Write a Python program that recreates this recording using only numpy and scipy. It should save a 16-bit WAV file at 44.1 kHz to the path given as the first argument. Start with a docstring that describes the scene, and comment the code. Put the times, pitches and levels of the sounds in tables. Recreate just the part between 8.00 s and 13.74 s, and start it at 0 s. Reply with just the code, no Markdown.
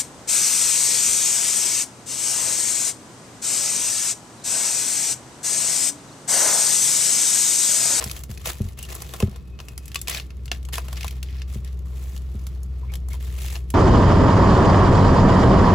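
"""Thick crumpled paper rustles and its creases snap, close to a stereo microphone in a small room:
hands are pulling tape and wrapping off a stack of glass bowls on a table. The bundle bumps the table,
skin and tape squeak as they slip, the wrapped bowls knock together, and the glass rings faintly
where tape drags over a rim or it is touched. Underneath, a motor hums over dull room noise."""
import sys
import numpy as np
from scipy import signal
from scipy.fft import rfft, irfft, next_fast_len
from scipy.io import wavfile
from scipy.ndimage import uniform_filter1d

SR = 44100
rng = np.random.default_rng(int(sys.argv[2]) if len(sys.argv) > 2 else 0)


def unload_wav(signal):
    """Save mono or channel-first audio to the path in sys.argv[1] as 16-bit WAV at rate SR, clipped to [-1, 1]."""
    wavfile.write(
        sys.argv[1],
        SR,
        np.round(np.clip(np.atleast_2d(signal).T, -1, 1) * 32767).astype(np.int16),
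    )


N = 253134
TIME = np.arange(N) / SR
CUTOFF_HZ = 16050


def from_db(db):
    """Decibels to gain."""
    return 10 ** (np.asarray(db) / 20)


def rms_one(x):
    """Scale to unit power."""
    return x / np.sqrt(np.mean(x ** 2) + 1e-20)


def in_time(rows):
    """The columns of a curve at every sample."""
    times, *columns = np.transpose(rows)
    return [np.interp(TIME, times, column) for column in columns]


def colour(x, points):
    """Minimum-phase filter through points of (frequency [Hz], gain [dB])."""
    size = 2 * next_fast_len(N // 2 + 8192)
    hz, db = np.transpose(points)
    shape = np.interp(np.log(np.arange(size // 2 + 1) * SR / size + 1), np.log(hz), db)
    cepstrum = irfft(np.log(from_db(shape)))
    cepstrum[1:size // 2] *= 2
    cepstrum[size // 2 + 1:] = 0
    return irfft(rfft(x, size) * np.exp(rfft(cepstrum)))[..., :N]


def band(x, edges, order=2):
    """Band-pass between two edges in Hz."""
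    return signal.sosfilt(signal.butter(order, edges, "band", fs=SR, output="sos"), x + 1e-18)


def fade(x, decay_s):
    """Give every impulse an exponential tail."""
    return signal.lfilter([1], [1, -np.exp(-1 / (decay_s * SR))], x + 1e-18)


def add(track, start_s, sound):
    """Mix a sound in at a time."""
    at = max(round(start_s * SR), 0)
    track[..., at:at + sound.shape[-1]] += sound[..., :N - at]


def struck(blows, modes):
    """Blows ring every mode of a body; a soft contact (low corner) leaves the high modes out."""
    out = np.zeros(N)
    times, level_db, corner_hz = np.transpose(blows)
    for k, (hz, mode_db, t60) in enumerate(modes):
        force = from_db(level_db + mode_db + rng.standard_normal(len(times)))
        clicks = np.zeros(N)
        clicks[np.round(times * SR).astype(int)] = force / (1 + (hz / corner_hz) ** 2)
        r, w = from_db(-60 / (t60 * SR)), 2 * np.pi * hz / SR
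        out += (-1) ** k * signal.lfilter([0, np.sin(w)], [1, -2 * r * np.cos(w), r * r], clicks + 1e-18)
    return out


# a hand rubs, crushes or pulls the wrap: (start [s], length [s], body [dB], crackle [dB], hiss [dB])
HAND_STROKES = [(0.0, 0.027, -37, -39, -39), (0.046, 0.14, -50.5, -48.5, -43), (0.289, 0.04, -55, -52, -48),
                (0.39, .06, -58, -55.5, -53.5), (0.441, 0.059, -38.5, -37, -33.5),
                (0.52, 0.18, -56.5, -57.5, -54.5), (0.77, 0.094, -55, -51.5, -51),
                (0.884, 0.06, -45, -44.5, -41.5), (0.975, 0.26, -51.5, -51, -48),
                (1.246, 0.12, -56, -58.5, -63), (1.59, 0.14, -61.5, -65, -61),
                (1.817, 0.25, -70, -61.5, -59.5), (2.076, 0.096, -44.5, -36, -38),
                (2.516, 0.022, -52, -47.5, -50), (2.721, 0.044, -51, -40, -40),
                (2.813, 0.17, -55, -55.5, -56), (2.95, 0.12, -55.5, -46, -49.5),
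                (3.073, 0.099, -59, -57, -59), (3.25, 0.15, -61.5, -53.5, -61),
                (3.474, 0.096, -58, -55.5, -53.5), (3.64, 0.042, -60.5, -54, -58),
                (3.846, 0.18, -60, -64.5, -60.5), (3.95, 0.22, -59.5, -58, -53.5),
                (4.2, 0.36, -62, -64, -64), (4.71, 0.19, -60.5, -66.5, -69.5),
                (4.915, 0.019, -48, -53.5, -57), (5.099, .045, -53.5, -51.5, -49.5),
                (5.197, 0.17, -56.5, -53, -50.5), (5.375, .18, -51, -46.5, -43)]
# the wrap merely held: (body [dB], crackle [dB], hiss [dB])
RESTING_GRIP = [-61.5, -66.5, -69.5]


def handling_db(attack_s=0.0079, release_s=0.027):
    """Body, crackle and hiss levels over time: the grip tightens quickly, then the paper relaxes."""
    power = np.outer(from_db(RESTING_GRIP) ** 2, np.ones(N))
    for start, length, *zone_db in HAND_STROKES:
        t = TIME[:int((length + 8 * release_s) * SR)]
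        shape = np.minimum(t / attack_s, 1) * np.exp(-np.maximum(t - length, 0) / release_s)
        add(power, start, np.outer(from_db(zone_db), shape) ** 2)
    return 10 * np.log10(power)


# thick paper at close range: (frequency [Hz], level [dB])
PAPER_SPECTRUM = [(250, 4.5), (430, 7.5), (660, 2.5), (950, 1), (1500, 2), (2000, 3), (2700, 1.5),
                  (3600, 0.5), (5000, -3), (7500, -4), (11000, -5.5), (16000, -1)]
# its body, crackle and hiss bands: (low edge [Hz], high edge [Hz])
PAPER_ZONES = [(330, 1400), (1650, 6000), (6000, 17000)]


def paper_rustle(per_s=300, spread_db=2.5, facet_db=5.5, decay_s=0.0014, crush_db=-57, rip_db=-40,
                 waver_db=0.5, waver_s=0.016):
    """Close to the microphone a light touch only rubs; under pressure fibres give way in tiny cracks."""
    pressure_waver = rms_one(uniform_filter1d(rng.standard_normal(N), size=int(waver_s * SR)))
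    levels_db = handling_db() + waver_db * pressure_waver
    crackle_db = levels_db[1]
    rate = per_s * (1 + from_db(crackle_db - rip_db) ** 2)   # a hard pull crowds the cracks into a rip
    at = np.flatnonzero(rng.random(N) < rate / SR)
    sizes_db = spread_db * np.minimum(rng.exponential(1, N), 4.5)[at]
    crack_share = 1 / (1 + from_db(crush_db - crackle_db))
    out = np.zeros((2, N))
    for (low, high), level_db in zip(PAPER_ZONES, levels_db):
        zone, edges = 0, np.geomspace(low, high, num=5)
        for part in zip(edges, edges[1:]):   # each crack has its own colour
            cracks = np.zeros(N)
            cracks[at] = from_db(sizes_db + facet_db * rng.standard_normal(N)[at]) ** 2
            power = fade(cracks, decay_s)
            power /= np.abs(uniform_filter1d(power, size=3000)) + 1e-9   # the hand sets the mean power
            envelope = np.sqrt(crack_share * power + 1 - crack_share)
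            zone = zone + band(envelope * rng.standard_normal((2, N)), part)
        out += from_db(level_db) * rms_one(colour(zone, PAPER_SPECTRUM))
    return out


def tape_ticks(per_s=34, top_db=-29, follows=0.81, spread_db=6.0, decay_s=0.0015, low_hz=2200):
    """Loose tape and stiff edges flick now and then, louder when the wrap is worked harder."""
    hiss_db = handling_db()[2]
    sizes = from_db(top_db + follows * (hiss_db - hiss_db.max()) + spread_db * rng.standard_normal(N))
    power = fade((rng.random(N) < per_s / SR) * sizes ** 2, decay_s)
    return band(np.sqrt(power) * rng.standard_normal((2, N)), (low_hz, CUTOFF_HZ))


# the motor running in the room: (time [s], pitch [Hz], level [dB])
MOTOR_RUN = [(0, 65.64, -34.5), (1.8, 63.7, -35.5), (2.3, 62.8, -31.5), (2.6, 63.3, -27.5),
             (3.4, 64.27, -26), (4.5, 63.73, -26.5), (5.2, 63.33, -23.5), (5.74, 62.9, -25.5)]
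# its tones: (multiple of the pitch [ratio], relative level [dB])
HUM_TONES = [(.765, -23), (1.002, -1), (1.276, -16), (2.002, -19), (2.568, -27)]


def motor_hum():
    """A low hum with a few weaker tones that beat against it."""
    hz, level_db = in_time(MOTOR_RUN)
    turns = np.cumsum(hz) / SR
    out = np.zeros(N)
    for multiple, tone_db in HUM_TONES:
        out += from_db(level_db + tone_db) * np.sin(2 * np.pi * (multiple * turns + rng.random()))
    return np.sqrt(2) * out


# room tone at the microphone: (frequency [Hz], level [dB])
ROOM_SPECTRUM = [(20, -31), (40, -6), (55, 6.5), (90, 3), (130, 0.5), (170, -1.5), (210, -8.5),
                 (270, -14.5), (390, -13), (520, -23), (800, -38.5), (3000, -76), (16000, -78.5)]


def room_tone(top_db=-39.5, follows=0.058):
    """Dull room noise that grows slightly with the motor."""
    motor_db = in_time(MOTOR_RUN)[1]
    noise = rms_one(colour(rng.standard_normal((2, N)), ROOM_SPECTRUM))
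    return from_db(top_db + follows * (motor_db - motor_db.max())) * noise


def small_snaps(per_s=12, offsets_db=(9, 2, -3.5), spread_db=6, buckles_db=-53.5):
    """Rows of lesser creases that give way at random during a firm stroke, in proportion to its force."""
    rows = []
    for start, length, body, crackle, hiss in HAND_STROKES:
        waits, sizes = rng.random((2, 16))
        delays = np.cumsum(-np.log(waits)) / per_s
        typical_db = np.array([crackle, body, hiss]) + offsets_db
        for delay, size in zip(delays, 2 * sizes - 1):
            if delay < length and crackle > buckles_db:
                rows.append((start + delay, *(typical_db + spread_db * size)))
    return rows


# creases giving way close to the microphone: (time [s], crack [dB], body [dB], hiss [dB])
CREASES = [(0.04, -19, -40, -21), (0.0962, -25, -61, -36), (.114, -42, -60, -32), (0.2357, -30.5, -49, -31),
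           (0.3743, -30, -56, -42), (.7885, -32, -45.5, -31.5), (0.827, -33, -60, -28),
           (0.9503, -46, -40, -27), (1.0194, -26.5, -41, -27.5), (1.1367, -25.5, -29.5, -29.5),
           (1.2016, -19, -30.5, -26.5), (1.224, -23.5, -32, -35), (1.3596, -37, -46, -42.5),
           (1.5893, -29.5, -42, -55), (1.601, -27.5, -40, -41.5), (1.6838, -28, -45, -38),
           (1.7774, -28, -47, -31), (1.856, -39, -67, -37), (1.8796, -33, -64, -35.5),
           (1.9168, -31, -58, -42), (1.9448, -22, -56, -28.5), (1.957, -12.5, -40.5, -25),
           (2.0144, -30.5, -67, -25), (2.0728, -20, -66, -31), (2.0813, -15, -33, -21.5),
           (2.0968, -27, -48, -20.5), (2.147, -15.5, -60, -36), (2.1979, -21.5, -43, -38),
           (2.3043, -34, -54, -51), (2.4565, -34, -65, -37.5), (2.4792, -31.5, -59, -50),
           (2.5152, -11, -26.5, -32), (2.6506, -32.5, -74, -38.5), (2.6867, -34, -40.5, -40.5),
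           (2.7325, -26, -36, -31), (2.7392, -21, -54, -27), (2.754, -22, -39, -27.5),
           (2.7807, -21, -25.5, -28), (2.8826, -31.5, -35, -38), (2.9282, -27, -35.5, -32.5),
           (2.974, -27, -54, -43), (3.0084, -24, -61, -37), (3.0305, -23, -62, -38),
           (3.0441, -26.5, -31, -31), (3.0794, -23.5, -68, -32), (3.108, -30.5, -53, -36.5),
           (3.2284, -23.5, -48, -30.5), (3.418, -25.5, -63, -46), (4.1635, -34.5, -47, -40.5),
           (4.4672, -31, -48.5, -35.5), (4.6315, -60, -63, -40.5), (4.9369, -27.5, -51, -34),
           (4.954, -28.5, -65, -33.5), (5.085, -38.5, -46, -36.5), (5.482, -28.5, -58, -39),
           (5.5544, -24.5, -39, -40.5), (5.5627, -29, -43, -41.5), (5.7025, -28.5, -54, -29)]


def crease_snaps(rise_s=0.000769, decay_s=0.0023, settle_db=-20, settle_s=0.015,
                 facet_hz=2657, facet_cycles=5.2, octaves_per_db=0.2, hollow_hz=1100, hollow_s=0.0021):
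    """A crease buckles: a crack, a short ring of the facet and the hollow behind it, then it settles."""
    t = TIME[:SR // 10]
    rise = 1 - np.exp(-t / rise_s)   # the buckle runs along the crease
    settling = from_db(settle_db) * np.exp(-t / settle_s)
    zones, rings = np.zeros((3, 2, N)), np.zeros((2, N))
    for start, crack, body, hiss in CREASES + small_snaps():
        octaves_up = octaves_per_db * max(hiss - crack + 7, 0)   # hissier snaps have smaller facets
        hz = facet_hz * 2 ** octaves_up * rng.lognormal(0, 0.048)
        levels = from_db([body, crack - 6, hiss + 4])   # the first instant is the brightest
        for zone, level, stretch, (low, high) in zip(zones, levels, (2, 1, 1), PAPER_ZONES):
            shape = rise * (np.exp(-t / (decay_s * stretch)) + settling)   # lows last longer
            noise = rng.standard_normal((2, len(t))) * np.sqrt(SR / 2 / (high - low))
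            add(zone, start, level * shape * noise)
        facet = from_db(crack - 4) * np.sin(2 * np.pi * hz * t) * np.exp(-t * hz / facet_cycles)
        cavity_hz = hollow_hz * rng.lognormal(0, 0.085)
        hollow = from_db(body + 2) * np.sin(2 * np.pi * cavity_hz * t) * np.exp(-t / hollow_s)
        mid_side = [1, rng.normal(0, 0.12)]
        add(rings, start + rise_s, np.outer(mid_side, facet + hollow))
    return rings + sum(band(zone, edges, order=3) for zone, edges in zip(zones, PAPER_ZONES))


# the bundle meets the table: (time [s], level [dB], contact corner [Hz])
BUNDLE_BUMPS = [(0.058, -28, 398), (0.294, -25, 293), (0.604, -13.5, 300), (0.648, -13.5, 70.4),
                (1.228, -10, 830), (1.279, -23, 400), (3.556, -23, 394), (4.347, -25.5, 393.2)]
# the table's modes: (frequency [Hz], level [dB], t60 [s])
TABLE_MODES = [(45, -7, 0.16), (87.6, -0.5, 0.19), (122.7, -0.5, 0.12), (204.3, 2, 0.088),
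               (265, 6.5, 0.0051), (384, -3.5, 0.068), (548, -9.5, 0.024), (686, -22, 0.07)]


def table_bumps():
    """The bundle thuds on the table, straight ahead of the microphone."""
    return struck(BUNDLE_BUMPS, TABLE_MODES)


# skin and tape slipping, close up: (peak time [s], pitch [Hz], level [dB])
SLIPS = [(0.797, 2800, -47), (0.839, 2820, -46.5), (4.837, 970, -53.5), (4.902, 2282, -50.5),
         (5.127, 2150, -49.5), (5.148, 934, -48.5)]


def slip_squeaks(swell_s=0.01, width=0.063):
    """Uneven stick and slip: a narrow rough tone that swells and dies."""
    out = np.zeros((2, N))
    t = TIME[:SR // 10] - TIME[SR // 20]
    swell = np.exp(-(t / swell_s) ** 2 / 2)
    for peak_s, hz, level_db in SLIPS:
        tone = rms_one(band(rng.standard_normal((2, len(t))), hz * np.exp([-width, width])))
        add(out, peak_s + t[0], from_db(level_db) * tone * swell)
    return out


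# bowl against bowl inside the wrap: (time [s], level [dB], contact corner [Hz])
STACK_KNOCKS = [(1.138, -31, 2000), (1.203, -26, 2000), (3.046, -35, 2000)]
# the stack's muffled modes: (frequency [Hz], level [dB], t60 [s])
STACK_MODES = [(440, -1, .04), (590, -2, .035), (1040, -1, .05)]


def bowl_knocks():
    """The wrapped bowls knock together with a short, dull ring."""
    return struck(STACK_KNOCKS, STACK_MODES)


# tape drags over a rim, faint even this close: (time [s], level [dB])
RIM_DRAG = [(1.34, -76), (1.42, -71.5), (1.58, -66), (1.65, -65), (1.85, -65.5), (1.93, -81)]


def rim_song(mode_hz=2545, width=0.02):
    """Friction keeps one mode of the bowl ringing."""
    dragging = (TIME > RIM_DRAG[0][0]) & (TIME < RIM_DRAG[-1][0])
    ring = band(rng.standard_normal(N), mode_hz * np.exp([-width, width]))
    return dragging * from_db(in_time(RIM_DRAG)[0]) * rms_one(ring)


# touches on the glass: (time [s], level [dB], contact corner [Hz])
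GLASS_TOUCHES = [(1.602, -57, 3000), (1.957, -28, 9000), (2.516, -48, 4000)]
# one bowl's modes: (frequency [Hz], level [dB], t60 [s])
BOWL_MODES = [(1143, 0, 0.05), (2550, 4, 0.027), (2860, 9, 0.031), (3560, -11, 0.21), (4980, -8, .07),
              (7670, 4.5, 0.037)]


def glass_tinks():
    """A light touch sets a bowl's high modes ringing briefly."""
    return struck(GLASS_TOUCHES, BOWL_MODES)


def small_room(x, wet_db=-15, t60=0.11, first_s=0.00161, wall_hz=7000):
    """Add dense, slightly dull reflections off near walls."""
    t = TIME[:SR // 2]
    echoes = rng.standard_normal((2, len(t))) * from_db(-60 * t / t60) * (t > first_s)
    echoes = fade(echoes, 1 / (2 * np.pi * wall_hz))
    echoes /= np.sqrt(np.sum(echoes ** 2, axis=1, keepdims=True))
    return x + from_db(wet_db) * signal.fftconvolve(x[:1], echoes, axes=1)[:, :N]


# what the pair takes up in common and in opposition, and its lean left: (frequency [Hz], gain [dB])
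MID_RESPONSE = [(100, -2), (8200, 1), (8750, -14), (9300, -13), (9900, 0.5), (12300, 0.5), (12950, -29),
                (13650, -38), (14400, 2), (16000, -12.5)]
SIDE_RESPONSE = [(60, -11), (150, -12.5), (500, -5), (1000, -2), (2700, -5), (4500, -4.5), (7000, -5.5),
                 (9000, 3.5), (11000, -6), (13300, -1), (16000, -10)]
LEFT_LEAN = [(100, 0.47), (500, 0), (1000, -0.06), (2300, 0.83), (4500, 1), (8000, 0.16)]


def microphone_pair(mid, side):
    """The stereo pair colours mid and side and turns them into left and right."""
    mid, side = colour(mid, MID_RESPONSE), colour(side, SIDE_RESPONSE)
    left = colour(mid + side, LEFT_LEAN)
    right = colour(mid - side, np.array(LEFT_LEAN) * [1, -1])
    return np.array([left, right])


def scene():
    """Paper and glass up close with the room's reflections, over dry bumps, hum and room tone."""
    ahead = np.array([[1], [0]])   # all mid, no side
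    glass = glass_tinks() + bowl_knocks() + rim_song()
    lows = room_tone() + ahead * (table_bumps() + motor_hum())
    wrap = paper_rustle() + tape_ticks() + slip_squeaks() + crease_snaps()
    mid, side = small_room(wrap + ahead * glass) + lows
    return microphone_pair(mid, side)


def record(dry):
    """A steep low-pass cuts the highest treble."""
    return signal.sosfilt(signal.ellip(10, .2, 90, CUTOFF_HZ, fs=SR, output="sos"), dry)


dry = scene()
out = record(dry)
unload_wav(out)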